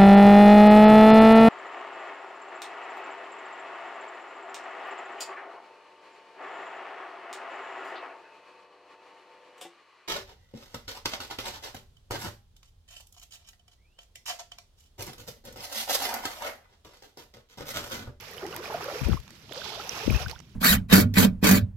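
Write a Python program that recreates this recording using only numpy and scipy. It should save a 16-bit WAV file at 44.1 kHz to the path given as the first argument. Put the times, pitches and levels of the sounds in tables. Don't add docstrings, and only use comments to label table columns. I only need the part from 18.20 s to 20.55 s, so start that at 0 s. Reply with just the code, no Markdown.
import sys
import numpy as np
from scipy import signal
from scipy.fft import rfft, irfft, next_fast_len
from scipy.io import wavfile
from scipy.ndimage import uniform_filter1d, map_coordinates

SR = 44100
rng = np.random.default_rng(int(sys.argv[2]) if len(sys.argv) > 2 else 0)


def invert_db(level):
    return 10 ** (np.asarray(level, dtype=float) / 20)


def master(y):
    cut = np.clip(np.atleast_2d(y).T, -1, 1)
    pcm = np.round(cut * 32767)
    wavfile.write(sys.argv[1], SR, pcm.astype(np.int16))


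N = 103635

# frequency in Hz, density in dB per Hz.
AIR_COLOUR = [(180, -47), (330, 7.5), (600, -14), (1000, -17), (2790, -5.5), (5800, -12), (8500, -19),
              (16000, -30)]
AIR_DB, TRICKLE_DB = -64.5, 3
# frequency in Hz, density in dB.
RUMBLE_COLOUR = [(30, -10), (65, -6.5), (125, -3), (260, -11.5), (400, -34)]
RUMBLE_DB = -54
RUMBLE_FOLLOWS = 0.075

# centre in seconds, swing in Hz, peak in dB.
LEFT_EDDIES = [(.819, 125, -21), (.834, 112, -20), (.866, 57.3, -14), (.887, 297, -16.5), (.896, 195, -13),
               (.902, 298, -23), (.914, 73, -12.5), (.931, 84.5, -10.5), (.945, 152, -15.5),
               (.96, 71.4, -22.5), (1.0, 56, -29.5), (1.866, 88, -24), (1.8805, 254, -7.5),
               (1.9, 89, -13.5), (1.908, 205, -14.5), (1.918, 111, -15.5), (1.932, 102, -17),
               (1.949, 61.6, -10.5), (1.966, 57.6, -18.5), (2.013, 72.5, -25.5), (2.028, 67, -27),
               (2.053, 72, -26.5), (2.072, 95, -24), (2.097, 69, -33)]
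# centre in seconds, swing in Hz, peak in dB.
RIGHT_EDDIES = [
    (2.085, 55, -46),
    (2.12, 54, -35),
    (2.165, 50, -39.5),
]
EDDY_CYCLES, EDDY_LEAD = 0.73, 0.072
EDDY_ROUGH, EDDY_PEAK = 0.31, 0.28
# frequency in Hz, density in dB.
SWIRL_COLOUR = [(25, 1.5), (70, 6.5), (250, -8.5), (600, -24.0), (1500, -81)]

# start in seconds, peak in dB, top (9-15 kHz) over it in dB, left over right in dB.
DROPS = [(0.2647, -28.5, -15, -18), (0.363, -20, -13, -4), (0.6416, -42.5, -1, 5), (0.969, -39, -14, -4.0),
         (1.0003, -34, -21, -4.0), (1.0783, -38.5, -24, -18), (1.1054, -30.5, -26, -8),
         (1.321, -29, -20, -19), (1.3336, -43, -1, -5), (1.6913, -21, -20, -4), (2.0823, -26, -23, -5),
         (2.0965, -24, -22, -15), (2.1116, -28, -13.5, -10), (2.1907, -35, -48, -7),
         (2.2015, -32.5, -29, -15.5)]
DROP_T60_S, DROP_TOP_T60_S, DROP_RISE_S = 0.017, 0.023, 0.00061
# start in seconds, peak in dB.
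SPECKS = [(0.0094, -32), (0.113, -35), (0.1357, -36.5), (0.1669, -43), (0.177, -37), (0.218, -43),
          (0.2824, -53), (0.3136, -52), (0.345, -36), (0.394, -46), (0.4632, -46), (0.537, -36),
          (0.792, -33), (0.8864, -33), (1.036, -48), (1.6755, -38), (1.7603, -45), (1.7758, -41),
          (1.8351, -37), (1.9075, -28), (1.925, -29), (1.9633, -32), (1.9898, -43), (2.0741, -40)]
SPECK_DB, SPECK_PAN_DB, SPECK_T60_S = 11, -2, 0.004
# frequency in Hz, gain in dB.
DROP_BODY = [(900, -7), (3000, -4.5), (6000, -8.5), (8500, -17), (12000, -64)]
DROP_TOP = [(5000, -30), (9000, -12.5), (13000, -3.5), (16000, -14)]

# start in seconds, pitch in Hz, peak in dB, life in cycles.
BUBBLES = [(0.4562, 2300, -27, 6.9), (0.227, 361, -32, 14), (.25, 777, -42.5, 16), (.34, 1940, -31, 8.9),
           (0.211, 1360, -44, 17), (0.489, 450, -39.5, 31), (.5, 770, -32, 4.5), (.545, 643, -26.5, 10.9),
           (0.606, 740, -29.5, 5.5), (0.611, 1170, -34, 12.5), (.683, 527, -30.5, 9.2),
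           (.68, 1250, -31.5, 16), (.718, 505, -37, 6.4), (.755, 437, -30.5, 5), (0.901, 1427, -38.5, 13),
           (.932, 1200, -27, 4.3), (.933, 790, -37, 8.7), (0.97, 1006, -36.5, 10.3),
           (1.077, 1030, -44.5, 2.9), (1.294, 860, -41, 3.3), (1.321, 475, -34, 2.6), (1.417, 1440, -32, 8),
           (2.061, 1440, -31, 12.6), (2.13, 830, -42, 14.4), (2.161, 1420, -40, 10.2)]
# start in seconds, pitch in Hz, peak in dB, life in cycles.
PINGS = [(1.294, 3000, -36.5, 8.2), (1.322, 2860, -29.5, 9.3), (1.325, 3400, -25.5, 6.6),
         (1.6934, 5690, -17.5, 15.3), (1.901, 2400, -25.5, 8.3), (2.114, 4500, -28, 4.9),
         (0.925, 3240, -34, 5.3), (0.116, 1810, -44, 9), (.129, 1820, -43, 11), (.1805, 2950, -35, 13),
         (.253, 1850, -41.5, 8.4), (0.3264, 2750, -34, 9.9), (0.339, 1370, -40, 13),
         (0.373, 1100, -48, 5.4), (.586, 1970, -40, 6), (.62, 3250, -37, 11), (.766, 4800, -31, 5),
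         (.793, 2350, -36, 8), (0.8438, 1350, -37.5, 6.7), (.85, 2400, -34, 11), (1.5588, 2630, -37, 14),
         (1.8044, 1630, -31.5, 6.8), (1.946, 1720, -28, 5.5), (1.946, 2487, -32.5, 39),
         (1.97, 2590, -35.5, 34), (2.048, 5100, -37, 10), (2.083, 5000, -31.5, 7.9),
         (2.155, 3380, -44.5, 10.5), (2.1824, 2000, -45.5, 3.5), (2.191, 5900, -35, 6.8),
         (2.202, 5230, -44, 7)]
# start in seconds, pitch in Hz, peak in dB,
# life in cycles, pitch gain over a life.
GULPS = [(1.364, 450, -36.5, 20, .5), (1.572, 580, -37, 23.5, 0.506), (1.497, 780, -40, 15.4, 0.21),
         (1.668, 720, -35, 9.4, 0.11), (2.0, 680, -40, 21.4, 0.205), (1.598, 1220, -40, 19.7, .3),
         (1.455, 390, -42.5, 13, .15), (.655, 480, -37, 13.6, 0.21), (0.52, 780, -38, 18, .15),
         (.738, 383, -36.5, 8.7, 0.21), (.258, 300, -36, 17.5, 0.406), (.376, 320, -42.5, 18.3, 0.288)]
BUBBLE_RISE = 0.17
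BUBBLE_START, BUBBLE_FADE = 11, 1.7
MATE_S, MATE_SPREAD, MATE_DB = 0.014, 0.196, -6.5
WAVER_DB = 4

# time in seconds, push in dB, spray in dB.
STRIDE = [(0, -52, -53), (.22, -45, -55.5), (.3, -44, -54), (.46, -43, -52.5), (.53, -37.5, -52.5),
          (.74, -42.5, -50.5), (0.933, -45, -50.5), (1.02, -70, -67.5), (1.28, -60, -63.5),
          (1.345, -46.5, -51), (1.55, -43, -48), (1.67, -45.5, -54), (1.773, -41, -46),
          (2.028, -39.5, -44.5), (2.06, -59, -58.5), (2.105, -47, -51.5), (2.14, -57, -61),
          (2.24, -72, -73)]
CHANGE_S = [
    1.257,
    1.604,
]
# frequency in Hz, density in dB per Hz.
SLOSH_COLOUR = [(200, -30.5), (420, 0), (700, -2.5), (1400, -5), (2000, -14.5), (4000, -73)]
# frequency in Hz, density in dB per Hz.
SPRAY_COLOURS = [
    [(710, -22), (1200, -11.5), (2400, -6), (4000, -11.5), (5410, -9), (9110, -27), (12900, -17.5),
     (16000, -32)],
    [(710, -19), (1200, -28), (2060, -8.5), (3550, -1), (5410, -6.5), (9310, -26), (13200, -18.5),
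     (16000, -41.5)],
    [(800, -8.5), (2000, -5.5), (2500, 0), (4300, -8), (5600, -3.5), (8800, -23.5), (13000, -14.5),
     (16000, -26)],
]
SURGE_DB, SWELL_DB = 0.9, 0.9
FIZZ_SCATTER_DB, CALM_DB = 3.3, 2.2

# frequency in Hz, left over right in dB.
LEAN = [
    [(400, 0), (1300, -3.5), (4400, -10.5), (8000, -2), (15000, -4.5)],
    [(700, 1), (2400, -5.5), (4400, -18.5), (8000, -3.5), (15000, -3)],
]
# frequency in Hz, left-right likeness.
ALIKE = [(300, 0.89), (700, 0.92), (1500, 0.17), (4000, 0.074), (12000, 0.12)]
LAG_S = .0001
TOP_HZ = 15900


def unit(x):
    return x / np.sqrt(np.mean(x ** 2) + 1e-20)


def along(points, hz):
    f, v = np.transpose(points)
    return np.interp(np.log(hz + 1), np.log(f + 1), v)


def wobble(rate):
    return map_coordinates(rng.standard_normal(int(N * rate / SR) + 4), [np.arange(N) * rate / SR])


def filtered(x, response):
    m = next_fast_len(N + 8192)
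    return irfft(rfft(x, m) * response(np.fft.rfftfreq(m, 1 / SR)), m)[..., :N]


def coloured(x, points):
    return filtered(x, lambda hz: invert_db(along(points, hz)))


def flat(x):
    hz, power = signal.welch(x, SR, nperseg=256)
    return filtered(x, lambda f: np.interp(f, hz, power + 1e-3 * power.mean()) ** -.5)


def patchy(depth_db):
    z = signal.stft(rng.standard_normal(N), nperseg=256)[2]
    field = uniform_filter1d(rng.standard_normal(z.shape), 5, 0)
    field = uniform_filter1d(field, 8, 1)
    return unit(signal.istft(z * invert_db(depth_db * unit(field)), nperseg=256)[1][:N])


def ports(a, b, lean):
    def angle(hz):
        return np.arccos(np.clip(along(ALIKE, hz), -1, 1)) / 2

    def share(hz):
        tilt = invert_db(along(lean, hz) / 2) * np.exp(-1j * np.pi * hz * LAG_S)
        return np.array([tilt, 1 / tilt]) * 2 / (abs(tilt) + 1 / abs(tilt))

    mid, side = filtered(np.array([a, b]), lambda hz: np.array([np.cos(angle(hz)), np.sin(angle(hz))]))
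    return filtered(np.array([mid + side, mid - side]), share)


def by_leg(*stages):
    out = stages[0]
    for s, stage in zip(CHANGE_S, stages[1:]):
        out = out + (stage - out) * np.clip((np.arange(N) / SR - s) * 10 + .5, 0, 1)
    return out


def blips(s, hz, size, cycles, rise, count):
    k = np.arange(count)
    u = k / SR * (hz / cycles)[:, None]
    onset = 1 - np.exp(-BUBBLE_START * u)
    decay = np.exp(-BUBBLE_FADE * u * (1 + u) / 2)
    phase = 2 * np.pi * cycles[:, None] * (u + rise * u * u / 2)
    wave = size[:, None] * 1.65 * onset * decay * np.sin(phase)
    place = np.round(s * SR).astype(int)[:, None] + k
    return np.bincount(place.ravel(), wave.ravel(), N + count)[:N]


def swarm(centre_hz, spread, cycles, scatter_db, count, size):
    s, pitch, big = rng.random((count, 3)).T
    hz = np.clip(centre_hz * np.exp(spread * (2 * pitch - 1)), 200, 17000)
    level = invert_db(-scatter_db * np.log(1.02 - big))
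    return unit(blips(s * (N - 1) / SR, hz, level, np.full(count, cycles), BUBBLE_RISE, count=size))


def shore():
    a, b = [unit(coloured(patchy(depth_db=5.0), AIR_COLOUR)) for _ in "ab"]
    c, d = [unit(filtered(rng.standard_normal(N), lambda hz: invert_db(along(RUMBLE_COLOUR, hz)) * (hz < 500)))
            for _ in "ab"]
    s, push_db, _ = np.transpose(STRIDE)
    shake_db = RUMBLE_FOLLOWS * np.interp(np.arange(N) / SR, s, push_db - push_db.mean())
    rumble = invert_db(RUMBLE_DB + shake_db + 2.0 * wobble(25.25))
    far = invert_db(AIR_DB + TRICKLE_DB * wobble(21.66) + 1.6 * wobble(90))
    return ports(far * a + rumble * c, far * b + rumble * d, LEAN[0])


def buffet(eddies):
    t, out, reach = np.arange(N) / SR, np.zeros(N), np.zeros(N)
    for s, hz, db in eddies:
        bell = invert_db(db) * np.exp(-((t - s) * hz / EDDY_CYCLES) ** 2)
        phase = 2 * np.pi * (hz * (t - s) + EDDY_LEAD)
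        out += bell * (np.cos(phase) + EDDY_PEAK * np.cos(2 * phase))
        reach += bell
    swirl = coloured(rng.standard_normal(N), SWIRL_COLOUR)
    return out + EDDY_ROUGH * uniform_filter1d(reach, 400) * unit(swirl)


def drops():
    body, top, t = np.zeros((2, N + 900)), np.zeros((2, N + 900)), np.arange(800) / SR
    for s, db, top_db, pan_db in DROPS:
        noise = rng.standard_normal(800) + 1.03 * rng.standard_normal((2, 800))
        tick = noise * invert_db(db - 60 * t / DROP_T60_S) * (1 - np.exp(-t / DROP_RISE_S))
        body[:, round(s * SR):][:, :800] += tick * invert_db([[pan_db / 2], [-pan_db / 2]])
        top[:, round(s * SR):][:, :800] += tick * invert_db(top_db + 18 + pan_db / 4 - 60 * t / DROP_TOP_T60_S)
    for s, db in SPECKS:
        speck = rng.standard_normal((2, 800)) * invert_db(db + SPECK_DB - 60 * t / SPECK_T60_S)
        top[:, round(s * SR):][:, :800] += speck * invert_db([[SPECK_PAN_DB / 2], [-SPECK_PAN_DB / 2]])
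    return coloured(body[:, :N], DROP_BODY) + coloured(top[:, :N], DROP_TOP)


def bubbles():
    rows = np.array(BUBBLES)
    pitch = rows[:, 1]
    mate_db = MATE_DB - 20 * ((pitch < 400) | (pitch > 1400))
    late, off = rng.random((2, 2, len(rows)))
    mates = []
    for a, b in zip(late, off):
        shift = [MATE_S * 3 * a, pitch * MATE_SPREAD * (2 * b - 1), mate_db, 0 * a]
        mates.append(rows * [0.98, 1, 0.99, 0.74] + np.transpose(shift))
    s, hz, db, cycles = np.vstack([rows, PINGS] + mates).T
    rise = BUBBLE_RISE * np.clip(900 / hz, 0, 1)[:, None]
    ringing = blips(s, hz, invert_db(db), cycles, rise, count=4000)
    s, hz, db, cycles, rise = np.transpose(GULPS)
    ringing = ringing + blips(s, hz, invert_db(db), cycles, rise[:, None], count=4000)
    ringing = ringing * invert_db(WAVER_DB * wobble(190) - 2.5)

    def balance(lean):
        return lambda f: 2 * invert_db(along(lean, f) * [[1], [0]]) / (1 + invert_db(along(lean, f)))
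    return by_leg(*[filtered(ringing, balance(lean)) for lean in LEAN])


def wading():
    s, push_db, spray_db = np.transpose(STRIDE)
    t = np.arange(N) / SR
    surge = wobble(31.8)
    gurgle, fizz = [], []
    for _ in "ab":
        churn = swarm(803.6, 1.184, 6.9, 2.84, count=1500, size=1200) + 1.14 * patchy(depth_db=0.5)
        gurgle.append(unit(coloured(flat(churn), SLOSH_COLOUR)))
    for _ in "ab":
        froth = swarm(6050, 1.346, 4.27, FIZZ_SCATTER_DB, count=12000, size=200)
        fizz.append(flat(froth + 0.95 * patchy(depth_db=CALM_DB)))
    low = invert_db(np.interp(t, s, push_db) + SWELL_DB * wobble(20.54) + SURGE_DB * surge)
    high = invert_db(np.interp(t, s, spray_db) + 7.5 + SURGE_DB * surge + 1.3 * wobble(70))
    stages = []
    for colour, lean in zip(SPRAY_COLOURS, [LEAN[0], LEAN[1], LEAN[1]]):
        a, b = [low * g + high * unit(coloured(f, colour)) for g, f in zip(gurgle, fizz)]
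        stages.append(ports(a, b, lean))
    return by_leg(*stages)


def scene():
    air = np.array([buffet(LEFT_EDDIES), buffet(RIGHT_EDDIES)])
    return wading() + bubbles() + drops() + air + shore()


def top_cut(x):
    return signal.sosfilt(signal.butter(12, 16820, fs=SR, output="sos"), x)


def record(dry):
    mix = filtered(dry, lambda hz: (hz < TOP_HZ) * hz ** 2 / (hz ** 2 + 28 ** 2))
    return top_cut(mix)


dry = scene()
out = record(dry)
master(out)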